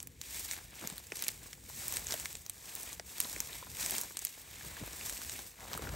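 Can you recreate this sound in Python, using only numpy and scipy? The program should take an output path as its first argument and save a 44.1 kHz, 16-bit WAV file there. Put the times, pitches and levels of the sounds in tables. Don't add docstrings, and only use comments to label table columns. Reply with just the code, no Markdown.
import sys
import numpy as np
from scipy import signal
from scipy.fft import rfft, irfft, next_fast_len
from scipy.io import wavfile

SR = 44100
rng = np.random.default_rng(int(sys.argv[2]) if len(sys.argv) > 2 else 0)


def to_wav(s):
    ch = np.atleast_2d(s).T
    pcm = np.round(np.clip(ch, -1, 1) * 32767)
    wavfile.write(sys.argv[1], SR, pcm.astype(np.int16))


N = 262395

# (time of full strength [s], time to swell by SWELL_DB [s], hold [s], leaf rustle level [dB],
#  blade rub against leaves [dB], stalk swish against leaves [dB])
LEG_AND_ARM_SWEEPS = [(0, .1, 0.0085, -59, -15, -4), (0.228, 0.027, .2, -53.5, -5, -11.5),
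                      (0.365, .18, 0, -42, -8, -13.5), (0.488, 0.15, 0.078, -51.5, -4.5, -5.5),
                      (0.819, 0.18, 0.089, -51, -3.5, -3.5), (1.163, 0.14, 0.11, -49, -6, -8.5),
                      (1.442, 0.37, 0.049, -55, -7, -7), (1.797, 0.26, 0.051, -44, -9.5, -11.5),
                      (1.943, 0.17, 0, -40.5, -8, -7.5), (2.108, 0.084, 0.0082, -42, -6.5, -6),
                      (2.215, .083, 0.11, -49, -9, -13), (2.685, 0.28, 0.2, -48, -9, -7.5),
                      (3.089, 0.071, 0.076, -49.5, -10, -11.5), (3.203, 0.063, 0.074, -45.5, -10.5, -8),
                      (3.366, .23, 0.058, -48, -9, -7.5), (3.531, 0.13, 0.025, -47.5, -3.5, -6),
                      (3.824, 0.19, 0.15, -40, -8.5, -9), (4.183, .069, 0.15, -52.5, -6, -12.5),
                      (4.466, 0.14, 0.037, -55.5, -5, -7), (4.698, 0.54, 0.37, -51, -3.5, -4),
                      (5.007, 0.21, 0.4, -46.5, -9.5, -8.5), (5.62, .12, 0.025, -53.5, -3.5, -5.5),
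                      (5.723, 0.088, 0, -49, -3, 2.5), (5.828, 0.044, 0, -49, -3, 4.5),
                      (5.926, 0.039, 0, -62.5, -6, 16)]
# (leaf level [dB], blade level [dB], stalk level [dB])
STIRRING_DB = (-82, -73, -76.5)
SWELL_DB, FADE_DB_PER_S = 20, 90

# (frequency [Hz], density [dB per Hz])
LEAF_SPECTRUM = [(2500, -25), (4000, -8), (5600, -1), (8300, 1.75), (9500, -1.5), (11300, 1.84),
                 (13300, -5.5), (15700, -1.5), (16000, -49), (17000, -43)]
BLADE_SPECTRUM = [(1200, -23), (1750, -3), (2300, 0.5), (3000, -4), (3800, -3), (6000, -20.5)]
STALK_SPECTRUM = [(90, -9), (200, -2.5), (600, -3), (1000, -2), (1350, -4.5), (1700, -4.5), (2500, -19.5)]

# (onset time [s], peak level of the body [dB], resonance frequency [Hz],
#  treble peak against the body peak [dB])
STALK_SNAPS = [(.0025, -26.5, 6300, -20), (0.0285, -36.5, 8300, 14), (.072, -37.5, 7740, 12.5),
               (0.2142, -23.5, 6200, 1), (.488, -31, 4000, -7), (0.5119, -22.5, 7850, -7),
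               (.517, -30, 7000, -3), (.534, -29.5, 2220, 14.5), (0.565, -34, 2180, -10),
               (0.8737, -18, 6760, 1), (0.9002, -27.5, 8040, -16.5), (0.9804, -30, 4260, 9),
               (1.069, -34, 7190, 4), (1.1205, -24.5, 2340, -29), (1.1697, -25.5, 8100, -5),
               (1.192, -29, 6700, -10), (1.223, -23, 5950, 7.5), (1.239, -20.5, 7350, -23),
               (1.245, -26, 8000, 2), (1.267, -28, 2650, 7), (1.282, -16, 7200, 8),
               (1.2881, -22, 2460, -19), (1.5304, -30, 2100, -46), (1.8812, -26, 8100, 13.5),
               (1.924, -25.5, 8920, 8.5), (1.939, -23.5, 6970, 5), (1.9696, -16.5, 7860, 0),
               (2.0688, -20.5, 6500, -2), (2.086, -29, 7000, 0), (2.1082, -22, 6600, -2),
               (2.1224, -17, 6600, -.5), (2.14, -18.5, 8700, 0), (2.1984, -24, 7200, .5),
               (2.2568, -20.5, 2180, -25), (2.3284, -31, 7050, 6.5), (2.3528, -26, 7400, -27),
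               (2.4634, -29.5, 5740, 4), (2.4967, -24, 9000, 4.5), (2.7522, -34.5, 8600, 16),
               (2.8313, -35, 8900, 13), (2.9297, -27, 7640, 5), (2.9966, -26, 2010, -21),
               (3.182, -26, 7060, 0), (3.2025, -17, 8160, 10.5), (3.213, -25.5, 7000, -3),
               (3.246, -26.5, 4000, -14), (3.2964, -33, 6300, 10), (3.3624, -27, 2550, -23),
               (3.4032, -15.5, 6950, 5.5), (3.53, -28.5, 3460, -5), (3.848, -27, 8300, -9),
               (3.8614, -19.5, 8400, -9), (3.9084, -25.5, 8160, 12), (3.934, -33, 8260, -7),
               (3.9512, -24, 3970, 1), (3.982, -15.5, 8550, -26), (4.013, -24, 7200, 7.5),
               (4.1703, -18.5, 8600, -25), (4.1909, -22.5, 7800, 5), (4.2501, -22, 8100, 14),
               (4.2693, -23.5, 7100, -21), (4.862, -40, 8000, 9), (5.011, -32, 2560, -7),
               (5.051, -41, 3500, -8), (5.096, -24, 8100, -4.5), (5.125, -27, 7000, -3),
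               (5.217, -25, 1460, -9), (5.239, -33, 5000, -5), (5.2958, -24, 7460, -12.5),
               (5.32, -31, 6000, -7), (5.3914, -30, 6200, -8), (5.732, -23.5, 1140, 1),
               (5.739, -26, 3760, -2), (5.776, -26.5, 1260, 5.5), (5.8214, -30.5, 1150, -7.5),
               (5.8912, -27, 1540, -3)]
SNAP_WIDTH_DB = 3

# (onset time [s], peak level [dB], starting pitch [Hz], final pitch [Hz])
DULL_THUDS = [(0.644, -45.5, 106, 54.7), (.826, -38.5, 426, 192), (.846, -41, 298, 111),
              (.922, -38, 254, 110), (1.12, -35.5, 654, 129), (2.139, -34, 724, 583),
              (2.996, -35.5, 940, 249), (3.254, -38.5, 1070, 990), (3.364, -41.5, 605, 170),
              (3.555, -46, 1010, 865), (3.626, -37, 1110, 940), (4.61, -39.5, 1740, 1690),
              (4.697, -41, 1680, 1700), (4.768, -38.5, 1690, 1670), (4.813, -37.5, 345, 101),
              (4.663, -45, 170, 100), (4.825, -36, 157, 90), (4.835, -42, 630, 487), (5.752, -39, 150, 100),
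              (5.793, -35.5, 540, 400), (5.822, -37, 297, 151), (5.838, -34.5, 150, 108),
              (5.871, -34, 1530, 1420), (5.875, -33, 506, 200), (5.899, -42, 160, 80), (5.93, -34, 110, 80),
              (5.941, -36, 730, 444)]

# (start time [s], end time [s], first gap [s], growth of each gap [ratio],
#  resonance frequency [Hz], bandwidth [Hz], click level before the resonances [dB])
STEM_CREAK = [(5.585, 5.705, .005, 1.04, 655, 580, -17.5)]

# (time [s], level [dB])
RUMBLE_LEVEL = [(0, -58), (.33, -60.5), (.76, -61.5), (.89, -57.5), (1.01, -60.5), (1.62, -60),
                (2.0, -57.5), (2.43, -63.5), (3.03, -61), (3.38, -59), (3.63, -57.5), (3.9, -54.5),
                (4.29, -66.5), (4.81, -54), (5.3, -57.5), (5.5, -65), (5.8, -50), (5.95, -47)]
# (frequency [Hz], density [dB per Hz])
WIND_SPECTRUM = [(12, -37), (20, -66), (49, 4), (75, 2.5), (173, -7), (400, -17), (520, -14), (880, -120)]

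# (frequency [Hz], phase by which left leads [rad], left louder by [dB], likeness [0-1])
CHANNEL_DIFFERENCES = [(60, .05, 1.8, .985), (300, .12, 2.8, .96), (700, .8, 3.5, .88),
                       (1000, .95, 2.1, .78), (1450, 1.4, 4.5, .4), (1700, -.4, 3.5, .6),
                       (2300, .05, 0, .99), (3200, .25, 0, .93), (4000, .03, 0, .995)]
ALTERNATE_FROM_HZ, ALTERNATE_EVERY_HZ = 8400, 1800
ALTERNATE_DWELL = 0.9
ALTERNATE_UNLIKE = 0.29
CUTOFF_HZ = 16900


def from_db(db):
    return 10 ** (np.asarray(db) / 20)


def rms_one(x):
    return x / np.sqrt(np.mean(x ** 2) + 1e-20)


def in_time(rows):
    times, *columns = np.transpose(rows)
    return [np.interp(np.arange(N) / SR, times, column) for column in columns]


def coloured(x, spectrum):
    size = next_fast_len(x.shape[-1])
    hz, db = np.transpose(spectrum)
    bins = np.arange(size // 2 + 1) * SR / size
    gain = from_db(np.interp(np.log(bins + 1), np.log(hz), db, left=-80))
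    return irfft(rfft(x, size) * rms_one(gain), size)[..., :x.shape[-1]]


def drift(rate_hz):
    step = 40
    r = np.exp(-2 * np.pi * rate_hz * step / SR)
    draws = rng.standard_normal(N // step + 2002)
    slow = signal.lfilter([1], [1, -2 * r, r * r], draws)[2000:]
    return np.interp(np.arange(N) / step, np.arange(len(slow)), rms_one(slow))


def dying(x, t60):
    return signal.lfilter([1], [1, -from_db(-60 / (t60 * SR))], x + 1e-18)


def ring(x, hz, width_hz):
    r = np.exp(-np.pi * width_hz / SR)
    feedback = [1, -2 * r * np.cos(2 * np.pi * hz / SR), r * r]
    return signal.lfilter([(1 - r * r) / 2, 0, (r * r - 1) / 2], feedback, x)


def crackle(per_s, spread_db, t60, smooth, clump_db):
    chance = rng.random(N)
    size = np.minimum(rng.exponential(1, N), 4)
    born = chance < per_s * from_db(clump_db * drift(15.0)) / SR
    puffs = rms_one(dying(born * from_db(spread_db * size), t60))
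    return rms_one((smooth + puffs) * rng.standard_normal((2, N)))


def rustle():
    leaf_gain, blade_gain, stalk_gain = sweeps()
    leaves = crackle(per_s=470.0, spread_db=5.5, t60=0.011, smooth=1.63, clump_db=6.0)
    blades = 0.49 * leaves + crackle(per_s=82.0, spread_db=1.5, t60=0.019, smooth=1.8, clump_db=7.0)
    stalks = 0.45 * leaves + crackle(per_s=84.0, spread_db=6.5, t60=0.021, smooth=1.24, clump_db=2.0)
    ticks = crackle(per_s=60.0, spread_db=4.0, t60=0.0042, smooth=0, clump_db=5.0)
    leaves = leaves + 0.18 * ticks
    blades = blades + 0.29 * ticks
    return (leaf_gain * coloured(leaves, LEAF_SPECTRUM)
            + blade_gain * coloured(rms_one(blades), BLADE_SPECTRUM)
            + stalk_gain * coloured(rms_one(stalks), STALK_SPECTRUM))


def sweeps():
    t = np.arange(0, N, 64) / SR
    power = from_db(STIRRING_DB)[:, None] ** 2
    for full_at, swell, hold, db, blade_db, stalk_db in LEG_AND_ARM_SWEEPS:
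        before_db = SWELL_DB * (full_at - t) / swell
        after_db = FADE_DB_PER_S * (t - full_at - hold)
        short_db = np.maximum(before_db, after_db).clip(0)
        layer_db = np.array([[0], [blade_db], [stalk_db]])
        power = power + from_db(db + layer_db - short_db) ** 2
    return [np.interp(np.arange(N) / SR, t, np.sqrt(p)) for p in power]


def snaps():
    t = np.arange(round(0.04 * SR)) / SR
    split_decay = np.exp(-t / 0.00031)
    splinter_decay = 0.026 * np.exp(-t / 0.0042)
    crack = (1 - np.exp(-t / 0.00045)) ** 2 * (split_decay + splinter_decay)
    knock = (1 - np.exp(-t / 0.00019)) * np.exp(-t / 0.0017)
    noise = rng.standard_normal((len(STALK_SNAPS), 2, 2, len(t)))
    body_band = signal.butter(2, [1900, 9200], "band", fs=SR, output="sos")
    treble_band = signal.butter(2, 9500, "high", fs=SR, output="sos")
    bright, dull = np.zeros((2, 2, N + len(t)))
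    for (onset, db, hz, treble_db), (hiss, rub) in zip(STALK_SNAPS, noise):
        split = crack * hiss
        body = signal.sosfilt(body_band, split) + 3.5 * ring(split, hz, 0.24 * hz)
        body = body / np.abs(body).max(axis=1, keepdims=True)
        notched = split - ring(split, 14100, 3600.0)
        treble = signal.sosfilt(treble_band, notched)
        treble = treble / np.abs(treble).max(axis=1, keepdims=True)
        start = round(onset * SR)
        at = slice(start, start + len(t))
        bright[:, at] += from_db(db) * (body + from_db(treble_db) * treble)
        dull[:, at] += from_db(db - 22.5) * knock * rub
    bright[1] *= from_db(SNAP_WIDTH_DB)
    top_cut = signal.butter(8, 16200, fs=SR, output="sos")
    return (signal.sosfilt(top_cut, bright) + coloured(dull, STALK_SPECTRUM))[:, :N]


def thuds():
    t = np.arange(round(0.12 * SR)) / SR
    out = np.zeros((2, N + len(t)))
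    noise = rng.standard_normal((len(DULL_THUDS), 2, len(t)))
    for (onset, db, start_hz, end_hz), litter in zip(DULL_THUDS, noise):
        middle_hz = np.sqrt(start_hz * end_hz)
        last = 0.9 * (middle_hz / 100) ** 0.48 / middle_hz
        hz = end_hz + (start_hz - end_hz) * np.exp(-t / (1.11 * last))
        swing = np.sin(2 * np.pi * np.cumsum(hz) / SR)
        crush = 0.51 * rms_one(ring(litter, 0.67 * start_hz, 0.48 * start_hz))
        envelope = (1 - np.exp(-t / (0.32 * last))) * np.exp(-t / last)
        thud = envelope * (swing + crush)
        start = round(onset * SR)
        out[:, start:start + len(t)] += from_db(db) * thud / np.abs(thud).max()
    return out[:, :N]


def creak():
    start, end, first_gap, growth, hz, width_hz, db = STEM_CREAK[0]
    gap_db, size = rng.standard_normal((2, 30))
    gaps = first_gap * growth ** np.arange(30) * from_db(gap_db)
    slips = start + np.cumsum(gaps)
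    clicks = np.zeros(N + SR)
    clicks[(slips * SR).astype(int)] = from_db(db + 2 * size) * (slips < end)
    return ring(ring(clicks[:N] + 1e-18, hz, width_hz), hz, 2 * width_hz)


def rumble():
    db, = in_time(RUMBLE_LEVEL)
    lumps_db = 1.84 * drift(5.8)
    return from_db(db + lumps_db) * coloured(rng.standard_normal((2, N)), WIND_SPECTRUM)


def scene():
    return rustle() + snaps() + thuds() + creak() + rumble()


def record(dry):
    size = next_fast_len(N + 4096)
    bins = np.arange(size // 2 + 1) * SR / size
    hz, *columns = np.transpose(CHANNEL_DIFFERENCES)
    lead, louder_db, alike = (np.interp(bins, hz, column) for column in columns)
    turn = np.pi * np.maximum(bins - ALTERNATE_FROM_HZ, 0) / ALTERNATE_EVERY_HZ
    lead = lead - turn + ALTERNATE_DWELL / 2 * np.sin(2 * turn)
    alike = np.clip(alike - ALTERNATE_UNLIKE * np.sin(turn) ** 2, 0, 1)
    shared, own = rfft(dry, size)
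    left = shared * from_db(louder_db / 2)
    right = alike * shared * np.exp(-1j * lead) + np.sqrt(1 - alike ** 2) * own
    right = right * from_db(-louder_db / 2)
    channels = irfft([left, right], size)[:, :N]
    top_cut = signal.cheby2(12, 60, CUTOFF_HZ, fs=SR, output="sos")
    return signal.sosfilt(top_cut, channels)


dry = scene()
out = record(dry)
to_wav(out)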